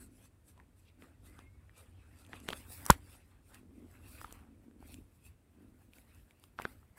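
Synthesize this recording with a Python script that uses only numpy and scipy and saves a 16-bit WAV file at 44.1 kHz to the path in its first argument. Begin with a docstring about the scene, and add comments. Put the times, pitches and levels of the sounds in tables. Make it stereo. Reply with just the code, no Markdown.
"""Weeding dry soil, close up

A hand pulls weeds just under a phone with two microphone ports, the left one nearer. Leaves swish,
fingers scrape, soil crumbles, stems and roots snap, and once the bunch knocks the phone hard enough
to clip. Behind lie a low rumble, a purr that comes and goes, a thin rising whistle and a quiet field."""
import sys
import numpy as np
from scipy import signal
from scipy.fft import rfft, irfft, next_fast_len
from scipy.io import wavfile
from scipy.ndimage import uniform_filter1d

SR = 44100
rng = np.random.default_rng(int(sys.argv[2]) if len(sys.argv) > 2 else 0)


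def generate_wav(sig):
    """Save sig (samples, or channels by samples) to the path in sys.argv[1] as 16-bit PCM at SR."""
    pcm = np.round(np.clip(np.atleast_2d(sig).T, -1, 1) * 32767).astype(np.int16)
    wavfile.write(sys.argv[1], SR, pcm)


N = 307813
FFT_SIZE = next_fast_len(N, real=True)

# tone of each noise at the microphone: (frequency [Hz], relative spectral level [dB])
FIELD_SPECTRUM = [(130, -5), (250, -4), (400, -9), (600, -14), (1000, -18.5), (2000, -21.5), (3000, -26),
                  (5000, -31), (6500, -31), (7600, -28.5), (8600, -25), (10000, -28.5), (13000, -31),
                  (15800, -34)]
RUMBLE_SPECTRUM = [(15, -43), (30, -18.5), (45, -6), (62, -4.5), (90, -0.5), (120, -11), (200, -26)]
LEAF_SPECTRUM = [(2600, -32.5), (3500, -7), (5000, -6), (6600, -9), (8000, 0), (11000, -0.5), (14800, -3.5),
                 (16500, -12)]
SCRAPE_SPECTRUM = [(1600, -31.5), (2250, -12), (2600, -3), (2900, -12), (4500, -17), (6500, -30.5)]
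SOIL_SPECTRUM = [(250, -20), (500, -1), (1000, -2.5), (1500, -2), (2000, -5), (3500, -21)]
# course of the rumble: (time [s], level [dB])
RUMBLE_LEVELS = [(0, -58.5), (.33, -68), (.5, -63), (.89, -66.5), (1.28, -60.5), (1.52, -60), (2.19, -58.5),
                 (2.45, -59.5), (2.84, -53.5), (3.26, -63), (3.77, -61.5), (4.15, -55.5), (4.48, -59),
                 (4.69, -65.5), (4.98, -56), (5.11, -66), (5.28, -60), (5.5, -69), (5.62, -63),
                 (5.9, -65.5), (6.2, -61.5), (6.3, -68.5), (6.7, -59.5), (6.93, -60)]
# swells in the background: (peak time [s], rise [s], fall [s], level [dB])
WHISTLE_SWELLS = [(1.3, .07, .25, -77), (1.45, .3, .2, -81), (1.79, .12, .09, -78)]
PURR_SWELLS = [(0.02, .2, 0.26, -57), (0.486, 0.027, 0.055, -67), (0.62, 0.1, .2, -69),
               (1.03, 0.086, 0.1, -58), (1.29, 0.17, 0.44, -64), (1.42, 0.48, 0.11, -72),
               (1.9, 0.4, .9, -70), (2.5, 0.37, 0.21, -56), (2.84, 0.26, .4, -60),
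               (2.961, .3, 0.044, -58.5), (3.151, .5, 0.15, -67), (3.41, 0.16, 0.26, -71),
               (3.63, 0.14, .4, -57.5), (3.98, .3, .3, -68.5), (3.855, .2, .04, -51.5), (4.15, .7, .6, -63),
               (4.49, 0.3, 0.78, -61), (4.99, 0.63, 0.09, -57), (5.27, 0.25, 0.095, -71),
               (5.62, 0.19, 0.56, -61.5), (5.98, .3, 0.38, -73.5), (6.22, .3, 0.073, -74),
               (6.31, .13, 0.2, -77), (6.45, 0.037, 0.24, -69.5), (6.65, 0.093, 0.17, -58)]
# hand strokes, except the last row, which is a brief click at the very end, to the right:
# (peak time [s], rise [s], fall [s], leaf level [dB], scrape level [dB], soil level [dB],
# leaves' left minus right [dB])
RUSTLE_SWELLS = [(0.025, 0.25, 0.061, -57.5, -71.5, -67.5, 6), (0.251, .15, 0.035, -61.5, -69, -69, 3),
                 (0.488, 0.038, 0.043, -60, -79, -72.5, 11.5), (0.594, 0.14, 0.11, -83, -80.5, -71.5, 3),
                 (0.786, 0.033, 0.11, -73, -88, -91, 8), (0.888, .07, .07, -76, -68, -76, -1),
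                 (1.024, 0.05, 0.14, -70, -73, -62.5, 4.5), (1.265, 0.044, 0.1, -61.5, -70.5, -70, 4),
                 (1.407, 0.24, 0.09, -71, -73, -64.5, 5), (1.609, 0.048, .3, -85, -90, -80, 2),
                 (1.781, 0.055, 0.13, -64.5, -66, -66, 12), (2.03, 0.73, 0.18, -80, -76.5, -71.5, 8),
                 (2.195, 0.2, 0.76, -69, -73.5, -69, 9), (2.354, 0.063, 0.089, -63.5, -61.5, -58.5, 11.5),
                 (2.509, 0.064, 0.19, -61.5, -59.5, -56.5, 8), (2.589, 0.29, 0.096, -61, -75, -63, 14),
                 (2.724, 0.081, 0.13, -57.5, -72, -59.5, 15.5), (2.805, 0.15, .15, -61, -69, -61, 9.5),
                 (2.912, 0.084, .07, -47.5, -65, -47, 0.5), (3.133, 0.23, 0.17, -66, -68, -64.5, 10),
                 (3.316, 0.067, .16, -84, -78.5, -72.5, 2), (3.501, 0.071, .1, -63.5, -75, -71.5, 7),
                 (3.549, 0.073, 0.094, -67, -68, -63, 3.5), (3.769, 0.13, 0.28, -78, -80.5, -82, 3.5),
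                 (3.96, 0.28, 0.38, -73, -75.5, -68.5, 9), (4.142, 0.16, .2, -58, -63, -69, 4.5),
                 (4.23, 0.22, 0.3, -76, -73, -61, 3.5), (4.35, .3, 0.11, -66, -72, -64.5, 11.5),
                 (4.645, 0.066, 0.041, -76.5, -84.5, -73, -0.5), (4.814, 0.049, 0.37, -75.5, -83, -70, 8),
                 (4.926, .09, 0.084, -60, -64, -76, 8.5), (5.151, 0.21, 0.22, -77.5, -85, -82, 2),
                 (5.27, 0.076, .06, -68, -68.5, -74, -5.5), (5.62, .25, 0.29, -84, -86.5, -78, -1.5),
                 (5.822, .15, 0.13, -75, -85.5, -73, 1), (5.965, 0.064, 0.084, -64, -68, -69, 0),
                 (6.09, 0.12, .3, -73, -78.5, -73.5, -1), (6.178, 0.29, 0.075, -75, -75.5, -76, 0.5),
                 (6.298, 0.072, 0.18, -81, -78.5, -74, 2), (6.45, 0.11, 0.091, -72.5, -74, -73, 3.5),
                 (6.603, 0.024, 0.18, -66, -63.5, -53.5, 1.5), (6.71, 0.15, 0.096, -66, -78, -70.5, -4),
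                 (6.84, .3, 0.35, -79.5, -90.5, -78, -3), (6.98, 0.02, .1, -63.5, -85, -59.5, -15)]
# lift or cut of the swish above 11.5 kHz: (time [s], gain [dB])
LEAF_TREBLE = [(0, -5.5), (2, -5.5), (2.4, -12), (2.7, 3.5), (3.2, -5.5), (4.2, -0.5), (5.3, -0.5),
               (6.2, 1.5), (6.98, 2.5)]
# stems and roots breaking, each level before its part's trim: (time [s], ring pitch [Hz], ring [dB],
# bite [dB], crack [dB], thud [dB], left minus right [dB], ring T60 [s])
STEM_BREAKS = [(0.578, 980, -58, -59, -66, -70, 12, 0.0052),
               (0.5999, 1810, -55.5, -71, -72, -67, -18, 0.0063),
               (1.0227, 1970, -43.5, -58, -63, -48.5, -4, 0.0071),
               (1.0434, 1200, -52, -60, -72, -54, 3, 0.007),
               (1.391, 1320, -37.5, -44.5, -46.5, -48.5, 4.5, 0.0032),
               (1.6949, 1880, -57.5, -67, -79, -69, -16, 0.0074),
               (2.188, 3530, -66, -66, -52, -75, 8, 0.004), (2.25, 3420, -56, -60, -62, -75, 9, 0.0035),
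               (2.265, 2500, -59, -60, -52, -70, 10, 0.004), (2.295, 596, -54, -63, -56, -58, 7, 0.0085),
               (2.3327, 1730, -30.5, -44, -58, -46, 8.5, 0.0042),
               (2.3389, 800, -46.5, -47, -64, -44.5, 8, 0.0098),
               (2.402, 690, -62, -50, -47.5, -69, 12, 0.007),
               (2.488, 1800, -16.5, -21.5, -27, -30, 4.5, 0.0028),
               (2.5043, 635, -33.5, -25.5, -39, -59, 4.5, 0.0054),
               (2.5275, 1060, -36, -29.5, -44, -39, 0, 0.0075),
               (2.5322, 1680, -21.5, -25, -48, -40, 7.5, 0.0029),
               (2.8544, 730, -57, -51, -31.5, -63, -8, 0.0056),
               (2.8636, 1090, -38.5, -41, -25, -56, 14, 0.0051),
               (2.887, 1086, -46, -46, -50.5, -58.5, 9, 0.0078),
               (3.5453, 2540, -52.5, -52.5, -40.5, -66, 4.5, 0.0057),
               (4.2147, 1314, -36.5, -43.5, -43, -51, 6, 0.0063),
               (4.245, 1260, -38.5, -46, -60, -54, 13, 0.0061),
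               (4.2473, 1250, -35.5, -48, -55, -67, 6, 0.0068),
               (4.3088, 1430, -48.5, -45.5, -57, -58, 7, 0.007),
               (4.3254, 595, -45, -45, -37.5, -56, 10, 0.0029),
               (4.7116, 1600, -59, -75, -73.5, -58.5, -4.5, 0.0075),
               (4.8267, 794, -50.5, -73, -60, -54.5, 10, 0.008),
               (4.9427, 2620, -67, -44, -45, -59.5, 15.5, 0.0081),
               (5.9347, 2497, -52.5, -52, -53, -68.5, -5.5, 0.0077),
               (5.9845, 2257, -58.5, -56.5, -55.5, -61.5, -11, 0.011),
               (6.1476, 600, -73.5, -66, -50.5, -78.5, 1.5, 0.007),
               (6.309, 2290, -56.5, -53.5, -57, -70, -10, 0.008),
               (6.398, 686, -76.5, -71, -56, -74, 14, 0.0085),
               (6.4393, 1270, -50.5, -43, -47, -61.5, 3.5, 0.0061),
               (6.5895, 1395, -27, -47.5, -58, -50.5, 7.5, 0.0066),
               (6.5987, 935, -30, -46, -55, -45, 4, 0.0055), (6.613, 1260, -44, -51, -63, -57, 12.5, 0.007),
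               (6.6204, 2340, -39.5, -43, -37.5, -46, 7.5, 0.0062),
               (6.6527, 1546, -25, -33, -48, -30, 9, 0.009),
               (6.83, 1328, -58.5, -74.5, -74, -74.5, 0, 0.012)]
# the bunch bouncing by the left port: (time [s], level [dB], pitch [Hz], T60 [s], build-up [s])
CASE_BOUNCES = [(2.8975, -18, 900, .012, .0003), (2.9004, 14, 1000, .0045, .0004),
                (2.90245, 9, 1020, .006, .00015), (2.9079, -1, 1400, .007, .0003)]
# the shaken case at the left port, then the right: (start [s], level [dB])
CASE_SWINGS = [(2.9060, -6.5), (2.9007, -2.5)]

PORT_LAG = 12  # samples from left port to right
FADE_DB, SWELL_POWER = 20, 1.1  # drop one rise or fall from a peak; a power above 1 rounds the top
FIELD_DB = -70.7
WHISTLE_HZ, WHISTLE_CLIMB_HZ_PER_S = 2030, 680  # pitch at the first swell's peak, and its climb
PURR_PULSES_PER_S, PURR_HZ, PURR_WIDTH_HZ = 46, 255, 130
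REST_DB = -92, -94.5, -88  # leaves, scrape and soil while the hand rests
CRACK_BAND_HZ = 6000, 12500
SLAP_S, SLAP_DB, SLAP_T60_S = 2.9040, 9, 0.0031
CASE_START_HZ, CASE_END_HZ, CASE_SETTLE_S, CASE_T60_S = 320, 58.3, 0.0021, 0.055


def undb(db):
    return 10 ** (np.asarray(db) / 20)


def unit_rms(x):
    return x / np.sqrt(np.mean(x ** 2))


def colour(x, spectrum):
    """Shape a noise to a spectrum, at rms 1."""
    hz, db = np.transpose(spectrum)
    bin_hz = np.arange(FFT_SIZE // 2 + 1) * SR / FFT_SIZE
    gain = undb(np.interp(np.log(bin_hz + 1), np.log(hz), db, -90, -90))
    return unit_rms(irfft(rfft(x, FFT_SIZE) * gain, FFT_SIZE)[..., :N])


def curve(table):
    """Join (time, level) points with straight lines."""
    return np.interp(np.arange(N) / SR, *np.transpose(table))


def wander(rate_hz):
    """Glide between random values; spread near 1."""
    hold = int(SR / rate_hz)
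    steps = np.repeat(rng.standard_normal(N // hold + 1), hold)
    return 1.2 * uniform_filter1d(steps, hold)[:N]


def swells(rows, levels_db):
    """Gain over time: each row climbs to its peak and falls away; powers add."""
    t, power = np.arange(0, N + 128, 128) / SR, 0
    for (peak_s, rise, fall, *_), db in zip(rows, levels_db):
        from_peak = np.maximum((peak_s - t) / rise, (t - peak_s) / fall)
        power = power + undb(np.reshape(db, (-1, 1)) - FADE_DB * from_peak ** SWELL_POWER) ** 2
    return np.array([np.interp(np.arange(N) / SR, t, gain) for gain in np.sqrt(power)])


def port_noise(alike_hz):
    """Noise at both ports: alike below alike_hz, unrelated above."""
    shared, *own = rng.standard_normal((3, N))
    lows = signal.lfilter(*signal.butter(1, alike_hz, fs=SR), shared)
    highs = signal.lfilter(*signal.butter(1, alike_hz, "high", fs=SR), own)
    return np.array([lows, np.roll(lows, PORT_LAG)]) + highs


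def ring(hz, t60, push_s):
    """A mode struck by a push that takes a moment to build."""
    t = np.arange(4096) / SR
    return (1 - np.exp(-t / push_s)) ** 2 * undb(-60 * t / t60) * np.sin(2 * np.pi * hz * t)


def burst(t60, low_hz, high_hz, push_s=0.00038, size=4096):
    """Noise at both ports that builds in a moment and dies away."""
    band = signal.butter(2, [low_hz, high_hz], "band", fs=SR, output="sos")
    t = np.arange(size) / SR
    noise = unit_rms(signal.sosfilt(band, rng.standard_normal((2, size))))
    return noise * (1 - np.exp(-t / push_s)) * undb(-60 * t / t60)


def add(out, start_s, sound):
    i = int(start_s * SR)
    out[:, i:i + sound.shape[1]] += sound[:, :N - i]


def grains(spread_db, share):
    """Dense tiny cracks, a few much stronger than the rest."""
    strength = undb(spread_db * np.minimum(rng.exponential(size=(2, N)), 7))
    cracking = rng.random((2, N)) < share
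    return strength * cracking * rng.standard_normal((2, N))


def patchy(x, spread_db, bins):
    """Small random patches of time and pitch stand out or sink: a flickering, faintly ringing grain."""
    spectrum = signal.stft(x, nperseg=512)[2]
    patches = uniform_filter1d(rng.standard_normal(spectrum.shape[1:]), size=bins, axis=0)
    patches = uniform_filter1d(patches, size=2 * bins, axis=1)
    return signal.istft(spectrum * undb(spread_db * unit_rms(patches)), nperseg=512)[1][:, :N]


def field():
    """The steady hush of the field around the microphone."""
    return colour(port_noise(alike_hz=300), FIELD_SPECTRUM) * undb(FIELD_DB)


def rumble():
    """A low, unsteady rumble, much alike at both ports."""
    noise = colour(port_noise(alike_hz=170), RUMBLE_SPECTRUM)
    return noise * undb(curve(RUMBLE_LEVELS) + 1.5 * wander(11))


def whistle():
    """A thin tone in the background, dead centre, that climbs and breaks up."""
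    hz = WHISTLE_HZ + WHISTLE_CLIMB_HZ_PER_S * (np.arange(N) / SR - WHISTLE_SWELLS[0][0])
    gain = swells(WHISTLE_SWELLS, np.transpose(WHISTLE_SWELLS)[-1])[0] * undb(5.4 * wander(41))
    cycles = np.cumsum(hz + 14 * wander(54)) / SR
    return 2 ** .5 * gain * np.sin(2 * np.pi * cycles)


def purr():
    """Uneven pulses and about as much noise ring a hollow low resonance that comes and goes."""
    cycles = np.cumsum(PURR_PULSES_PER_S * (1 + 0.18 * wander(25)) / SR)
    pulses = np.diff(np.floor(cycles), prepend=0) * undb(3.5 * wander(40))
    drive = unit_rms(pulses) + 1.1 * port_noise(alike_hz=500)
    band = signal.iirpeak(PURR_HZ, PURR_HZ / PURR_WIDTH_HZ, SR)
    hollow = unit_rms(signal.lfilter(*band, signal.lfilter(*band, drive)))
    return hollow * swells(PURR_SWELLS, np.transpose(PURR_SWELLS)[-1])


def hand():
    """Just under the phone, leaves slide together, fingers scrape round stems, crumbs shift and fall."""
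    rows = np.array(RUSTLE_SWELLS)
    side_db = np.outer(rows[:, -1], [1, -1]) / 2
    pan_shares = 1, .6, .5  # longer waves bend round the phone, so scrape and soil pan less
    leaf_gain, scrape_gain, soil_gain = (
        np.hypot(swells(rows, db[:, None] + share * side_db), undb(rest_db))
        for db, share, rest_db in zip(rows.T[3:6], pan_shares, REST_DB))
    leaves = colour(grains(spread_db=2.16, share=0.3), LEAF_SPECTRUM)
    leaves *= leaf_gain * undb(wander(90) + 2.1 * wander(28))
    treble = signal.sosfiltfilt(signal.butter(3, 11500, "high", fs=SR, output="sos"), leaves)
    leaves += (undb(curve(LEAF_TREBLE)) - 1) * treble
    scrape = colour(grains(spread_db=2.5, share=.2), SCRAPE_SPECTRUM)
    scrape *= scrape_gain * undb(1.4 * wander(50))
    soil = colour(grains(spread_db=3.0, share=0.22), SOIL_SPECTRUM)
    soil *= soil_gain * undb(1.2 * wander(40))
    return patchy(leaves + scrape + soil, spread_db=3.6, bins=4)


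def snaps():
    """Close by, fibres creak; the break rings the stem, bites, cracks, tugs the soil and throws crumbs."""
    out = np.zeros((2, N))
    for time_s, hz, ring_db, bite_db, crack_db, thud_db, pan_db, t60 in STEM_BREAKS:
        sides = undb([[pan_db / 2], [-pan_db / 2]])
        stem = undb(ring_db + 10) * ring(hz, t60, push_s=0.00014)
        bite = undb(bite_db + 7.5) * ring(2900, 0.0022, push_s=0.00011)
        thud = ring(240, 0.011, push_s=.0008) + undb(5) * ring(400, 0.011, push_s=0.00049)
        body = stem + bite + undb(thud_db + 2.5) * thud
        crack = undb(crack_db + 1.5) * burst(.006, *CRACK_BAND_HZ)
        crumbs = undb(ring_db - 23) * burst(0.027, 560, 2700)
        snap = np.array([body, np.roll(body, PORT_LAG)]) + crack + crumbs
        add(out, time_s - .0003, snap * sides)  # starts just before it is heard to strike
        creak = undb(ring_db - 25) * burst(0.038, 500, 3600, size=512)[:, ::-1]  # grows into the break
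        add(out, time_s - 512 / SR, creak * sides)
    return out


def knock():
    """The bunch hits by the left port, shadowed at the right; the case swings and crumbs rain down."""
    out = np.zeros((2, N))
    shadow = undb([[0], [-18.5]])
    for time_s, db, hz, t60, push_s in CASE_BOUNCES:
        bounce = ring(hz, t60, push_s) + undb(-11.5) * ring(3300, 0.0027, push_s)
        add(out, time_s, -undb(db) * shadow * bounce)
    leaf_slap = undb([[SLAP_DB], [SLAP_DB - 12.5]]) * burst(SLAP_T60_S, *CRACK_BAND_HZ, push_s=0.00037)
    low_crumbs = undb([[-29], [-36]]) * burst(0.1, 750, 3500, push_s=0.0021)
    high_crumbs = undb([[-36], [-41]]) * burst(0.1, 7000, 15000, push_s=0.0017)
    add(out, SLAP_S, leaf_slap + low_crumbs + high_crumbs)
    t = np.arange(8192) / SR
    settled = 1 - np.exp(-t / CASE_SETTLE_S)  # the swing slows as it dies
    cycles = CASE_END_HZ * t + (CASE_START_HZ - CASE_END_HZ) * CASE_SETTLE_S * settled
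    swing = (1 - np.exp(-t / 0.00061)) * undb(-60 * t / CASE_T60_S) * np.sin(2 * np.pi * cycles)
    for port, (start_s, db) in enumerate(CASE_SWINGS):
        add(out[port:port + 1], start_s, undb(db) * swing[None])
    return out


def scene():
    """The close weeding and its background, as they reach the two ports."""
    return rumble() + field() + hand() + snaps() + knock() + purr() + whistle()


def record(dry):
    """The phone's converter clips, then the top is cut at 15.7 kHz."""
    lowpass = signal.ellip(8, .2, 60, 15700, fs=SR, output="sos")
    return signal.sosfilt(lowpass, np.clip(dry, -1, 1))


dry = scene()
out = record(dry)
generate_wav(out)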